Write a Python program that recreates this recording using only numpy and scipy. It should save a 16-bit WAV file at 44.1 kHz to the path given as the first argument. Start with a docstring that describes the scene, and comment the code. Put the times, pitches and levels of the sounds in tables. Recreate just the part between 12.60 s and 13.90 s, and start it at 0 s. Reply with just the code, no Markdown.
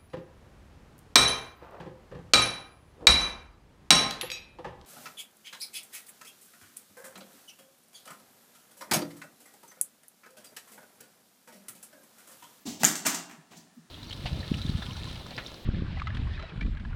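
"""A live room with a hard floor. A plastic hoop slides off a child's legs, clacks down with a tiny
stick-slip squeak, bounces once and rattles to rest; its hollow tube knocks and rings on.
Feet thud softly and clothes rustle as it is picked up. Under it lie room noise and a faint whine.
A small, nearly mono microphone stands a few metres off."""
import sys
import numpy as np
from scipy import signal
from scipy.fft import rfft, irfft
from scipy.io import wavfile

SR = 44100
rng = np.random.default_rng(int(sys.argv[2]) if len(sys.argv) > 2 else 0)


def unload_audio(sound):
    """Save the sound as a 16-bit wav file, at the path given as the first command line argument."""
    columns = np.transpose(np.atleast_2d(sound))
    # keep every value between -1 and 1, then stretch to whole-number steps
    steps = np.round(np.clip(columns, -1, 1) * 32767)
    wavfile.write(sys.argv[1], SR, steps.astype(np.int16))


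N = 57330

# room decay (frequency [Hz], t60 [s])
ROOM_T60 = [(60, .4), (200, 0.49), (700, 0.74), (1800, 0.39), (4000, 0.43), (7500, 0.31), (14000, 0.3)]
# room noise spectrum (frequency [Hz], level [dB])
NOISE_COLOUR = [(30, -21), (100, 7.5), (190, 21.5), (450, 7.5), (800, 3), (1300, 5), (1800, -6),
                (2400, -0.5), (6500, -1), (10000, -4.5), (15000, -13.5)]
# soft floor contacts (time [s], level [dB], pitch [Hz], rise [s], decay [s], room send [dB])
THUDS = [(.054, -9, 290, .004, .015, -9), (.066, -4, 228, .015, .028, -11), (.205, -9, 235, .01, .02, -8),
         (.235, -2, 165, .006, .03, -7), (.255, -3, 215, .015, .035, -11), (.451, -9, 235, .006, .025, -11),
         (.5, -12, 190, .015, .035, -11), (.725, -21, 235, .01, .02, -11), (.775, -20, 163, .015, .02, -11),
         (.957, -17, 174, .018, .027, -10), (1.161, -16, 238, .022, .008, -15),
         (1.188, -20, 168, .008, .028, -12)]
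# hoop and cloth swishes (time [s], level [dB], rise [s], decay [s], bass [dB], mid [dB], top [dB])
RUBS = [(-.02, -30.5, 0.032, 0.013, -13, 3, 19.5), (0.053, -1, 0.018, 0.038, 1, -3.5, 3.5),
        (0.192, -4, 0.028, 0.0078, -3.5, -0.5, 7.5), (0.903, -20.5, 0.017, 0.029, 3.5, 7.5, 6),
        (.957, -15, 0.019, 0.0084, -3, -18, 3.5), (1.12, -38.5, 0.036, 0.014, -6.5, -6.5, 17.5)]
# rubbing spectrum (frequency [Hz], level [dB])
RUB_COLOUR = [(30, -17.5), (100, 9.5), (250, 18.5), (480, 6), (700, 10), (1400, -5.5), (3300, 1.5),
              (7700, 0.5), (8800, -9.5), (15000, -16.5)]
# contacts firm enough to knock (time [s], level [dB])
KNOCKS = [(.2342, 3.5), (.2434, -4), (.4513, -14), (.4604, -9), (.4665, -7), (.934, -27)]
# tube's hollow knock (frequency [Hz], level [dB], t60 [s])
KNOCK_MODES = [(730, -1, .017), (880, -2, .014), (1600, -2, .016), (1940, 0, .016), (2680, 0, .012)]
# hoop blows (time [s], level [dB], chatter decay [s], bass [dB], mid [dB], top [dB], direct [dB])
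BLOWS = [(0.2334, 1.5, 0.0017, 7.5, -1.5, 0, 1), (0.2439, 8, 0.00067, 2, 2.5, 2.5, -4),
         (0.2595, 4, 0.0033, -17, -40, -18, -16), (0.355, -2, 0.0017, -6, -5.5, -5.5, -4),
         (0.4499, 5, 0.0069, -1.5, 3, -6.5, -17.5), (0.4622, -4, 0.0014, 6.5, 2, -9, -4),
         (0.465, 0.5, .001, 7.5, -6, -5, -3), (0.4656, 1, 0.0044, -10, 0, 3.5, 0),
         (0.543, -3, 0.0092, -1.5, -3, -5.5, 0.5), (0.694, -29, 0.0061, 14, 14, 3, -2.5),
         (.711, -24, 0.0042, 8, 9, -4, -3.5)]
# clack spectrum (frequency [Hz], level [dB])
CLACK_COLOUR = [(30, -25.5), (90, -15), (170, 8), (300, 10.5), (490, -2.5), (720, 4), (1100, 1), (1800, 2),
                (4000, -2.5), (5500, 2.5), (7400, 5.5), (10300, -6), (13000, -1.5), (16000, -14.5)]
# tube's ringing (frequency [Hz], level [dB], t60 [s])
RING_MODES = [(1346, 5, 0.48), (1550, -10.5, .45), (1712, -5.5, .42), (1760, -8.5, .42), (1913, -7, 0.49),
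              (2772, -2, 0.86), (5369, -7, .5), (5330, -9, .48), (6400, -3, 0.46), (6720, -8, 0.3),
              (6500, -7.5, .33), (7640, -0.5, .3)]
# microphone response (frequency [Hz], gain [dB])
MIC_COLOUR = [(20, -19), (35, -11), (60, -1.5), (115, -6.5), (165, -3), (430, -2.5), (510, -7.5),
              (620, -2.5), (1000, -0.5)]
# right port's lag (frequency [Hz], phase [rad])
PORT_LAG = [(2000, 0), (5600, 0.04), (7200, 0.4), (9500, .25), (12500, 1), (15500, .4)]
# room sound's difference between the ports (frequency [Hz], gain [dB])
SIDE_COLOUR = [(1000, -43), (4000, -29), (10000, -10), (15000, 9)]

TIME_S, FREQ_HZ = np.arange(N) / SR, np.fft.rfftfreq(N, 1 / SR)


def undb(db):
    """Decibels to gain."""
    return 10 ** (np.asarray(db) / 20)


def unit(x):
    """Scale to unit energy."""
    return x / np.sqrt(np.sum(x ** 2) + 1e-18)


def on_log(hz, points):
    """Interpolate (frequency [Hz], value) points over log frequency."""
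    points_hz, values = np.array(points).T
    return np.interp(np.log(np.maximum(hz, 1)), np.log(points_hz), values)


def response(colour, size=4096):
    """Minimum-phase impulse response of (frequency [Hz], gain [dB]) points."""
    gain = undb(on_log(np.fft.rfftfreq(size, 1 / SR), colour))
    cepstrum = irfft(np.log(gain))
    cepstrum[1:size // 2] *= 2
    cepstrum[size // 2 + 1:] = 0
    return np.pad(irfft(np.exp(rfft(cepstrum))), (0, N - size))


def through(x, impulse):
    """Convolve, cut to N samples."""
    return signal.fftconvolve(x, impulse)[:N]


def tone(bass_db, mid_db, top_db):
    """One contact's colour, relative to its treble."""
    return response([(278, bass_db), (625, mid_db), (2480, mid_db),
                     (4630, 0), (8000, 0), (12100, top_db)])


def swell(start_s, rise_s, decay_s):
    """Linear rise, exponential fall."""
    age_s = TIME_S - start_s
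    return np.clip(age_s / rise_s, 0, 1) * np.exp(-np.maximum(age_s - rise_s, 0) / decay_s)


def burst(envelope):
    """Tiny contacts under an envelope, spectrum flattened."""
    noise = rng.standard_normal(N) * envelope
    flat = irfft(np.exp(1j * np.angle(rfft(noise))), N)
    return unit(flat * np.minimum(10 * envelope, 1))


def modes(table):
    """Impulse response of damped modes."""
    return unit(sum(undb(db) * np.sin(2 * np.pi * hz * TIME_S) * np.exp(-np.log(1000) * TIME_S / t60_s)
                    for hz, db, t60_s in table))


def room_noise(noise_db=-62, whine_db=-72.5, whine_hz=1768, width_hz=160):
    """Quiet steady noise with a faint narrow whine."""
    whine = unit(np.exp(-np.pi * width_hz * TIME_S) * np.sin(2 * np.pi * whine_hz * TIME_S))
    steady = lambda impulse: irfft(rfft(rng.standard_normal(N)) * rfft(impulse), N)
    return undb(noise_db) * steady(unit(response(NOISE_COLOUR))) + undb(whine_db) * steady(whine)


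def room_tails(count, build_s=.0017):
    """Uncorrelated diffuse responses; each half-octave band has its own decay."""
    spectrum, tails = rfft(rng.standard_normal(N)), np.zeros((count, N))
    build = 1 - np.exp(-TIME_S / build_s)
    for hz in 31.25 * 2 ** np.arange(0, 9.6, .5):
        half_octaves = 2 * np.log2(np.maximum(FREQ_HZ, 1) / hz)
        band = np.cos(np.pi / 2 * np.clip(half_octaves, -1, 1)) ** 2
        fade = build * np.exp(-np.log(1000) * TIME_S / on_log(hz, ROOM_T60))
        wash, share = irfft(spectrum * band, N), np.sqrt(band.mean())
        for k in range(count):
            tails[k] += share * unit(np.roll(wash, k * N // count) * fade)
    return [unit(tail) for tail in tails]


def early_reflections(rate_per_s=4000, level_db=-13):
    """Sparse first echoes."""
    echoes = rng.standard_normal(N) * (rng.random(N) < rate_per_s / SR)
    return undb(level_db) * unit(echoes * swell(.002, .001, decay_s=.008))


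def reverb(sends, side_db=-26):
    """Contacts are spread over eight spots, each with its own echoes; the ports differ in the treble."""
    side_tail, *tails = room_tails(count=9)
    spots = [tail + early_reflections() for tail in tails]
    mid = sum(through(sum(sends[k::len(spots)]), spot) for k, spot in enumerate(spots))
    side = through(through(sum(sends), side_tail), response(SIDE_COLOUR))
    return mid + undb(side_db) * side * np.array([[1], [-1]])


def floor_thuds(sag_per_s=2):
    """Soft contacts set the floor booming at a sagging pitch. Yields (direct, room send)."""
    for start_s, db, hz, rise_s, decay_s, send_db in THUDS:
        pitch_hz = hz * np.exp(-sag_per_s * np.clip(TIME_S - start_s - rise_s, -rise_s, decay_s))
        phase_rad = 2 * np.pi * np.cumsum(pitch_hz * (TIME_S > start_s)) / SR
        boom = undb(db) * unit(swell(start_s, rise_s, decay_s) * np.sin(phase_rad))
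        yield boom, undb(send_db) * boom


def rubs(direct_db=-4, send_db=-3):
    """Plastic and cloth slide in short swishes. Yields (direct, room send)."""
    colour = unit(response(RUB_COLOUR))
    for start_s, db, rise_s, decay_s, *tone_db in RUBS:
        friction = burst(swell(start_s, rise_s, decay_s))
        swish = undb(db) * through(friction, through(colour, tone(*tone_db)))
        yield undb(direct_db) * swish, undb(send_db) * swish


def tube_squeak(start_s=.249, length_s=.0024, pitch_hz=6890, level_db=11.5, send_db=-14.5):
    """Brief stick-slip as the tube skids, plus one reflection. Returns (direct, room send)."""
    def chirp(age_s):
        window = np.sin(np.pi * np.clip(age_s / length_s, 0, 1)) ** 2
        return unit(window * np.sin(2 * np.pi * pitch_hz * age_s))

    reflection = undb(-7) * chirp(TIME_S - start_s - .0033)
    squeak = undb(level_db) * (chirp(TIME_S - start_s) + reflection)
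    return squeak, undb(send_db) * squeak


def tube_knocks(band_hz=(560, 3000), send_db=-14.5):
    """The hollow tube knocks on landing or being grabbed. Yields (direct, room send)."""
    band = signal.butter(2, band_hz, "bandpass", fs=SR, output="sos")
    hollow = unit(signal.sosfilt(band, modes(KNOCK_MODES)))
    for start_s, db in KNOCKS:
        knock = undb(db) * np.interp(TIME_S - start_s, TIME_S, hollow, left=0)
        yield knock, undb(send_db) * knock


def hoop_blows(ring_db=-19.5, rise_share=.33):
    """Plastic chatters briefly on the floor; the tube rings on. Yields (direct, room send)."""
    body = unit(response(CLACK_COLOUR))
    ring = undb(ring_db) * modes(RING_MODES)
    for start_s, db, decay_s, *tone_db, direct_db in BLOWS:
        chatter = burst(swell(start_s, rise_share * decay_s, decay_s))
        force = undb(db) * through(chatter, tone(*tone_db))
        clack = through(force, body)
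        yield undb(direct_db) * clack + through(force, ring), clack


def scene():
    """All contacts, direct and reverberant, over the room noise."""
    direct, sends = zip(*hoop_blows(), tube_squeak(), *rubs(), *floor_thuds(), *tube_knocks())
    return sum(direct) + reverb(sends) + room_noise()


def record(dry):
    """Two close ports: little deep bass, right treble slightly late, 16 kHz low-pass."""
    left, right = (through(port, response(MIC_COLOUR)) for port in dry)
    late_right = irfft(rfft(right) * np.exp(-1j * on_log(FREQ_HZ, PORT_LAG)), N)
    lowpass = signal.ellip(8, .2, 70, 16000, fs=SR, output="sos")
    return signal.sosfilt(lowpass, np.array([left, late_right]))


dry = scene()
out = record(dry)
unload_audio(out)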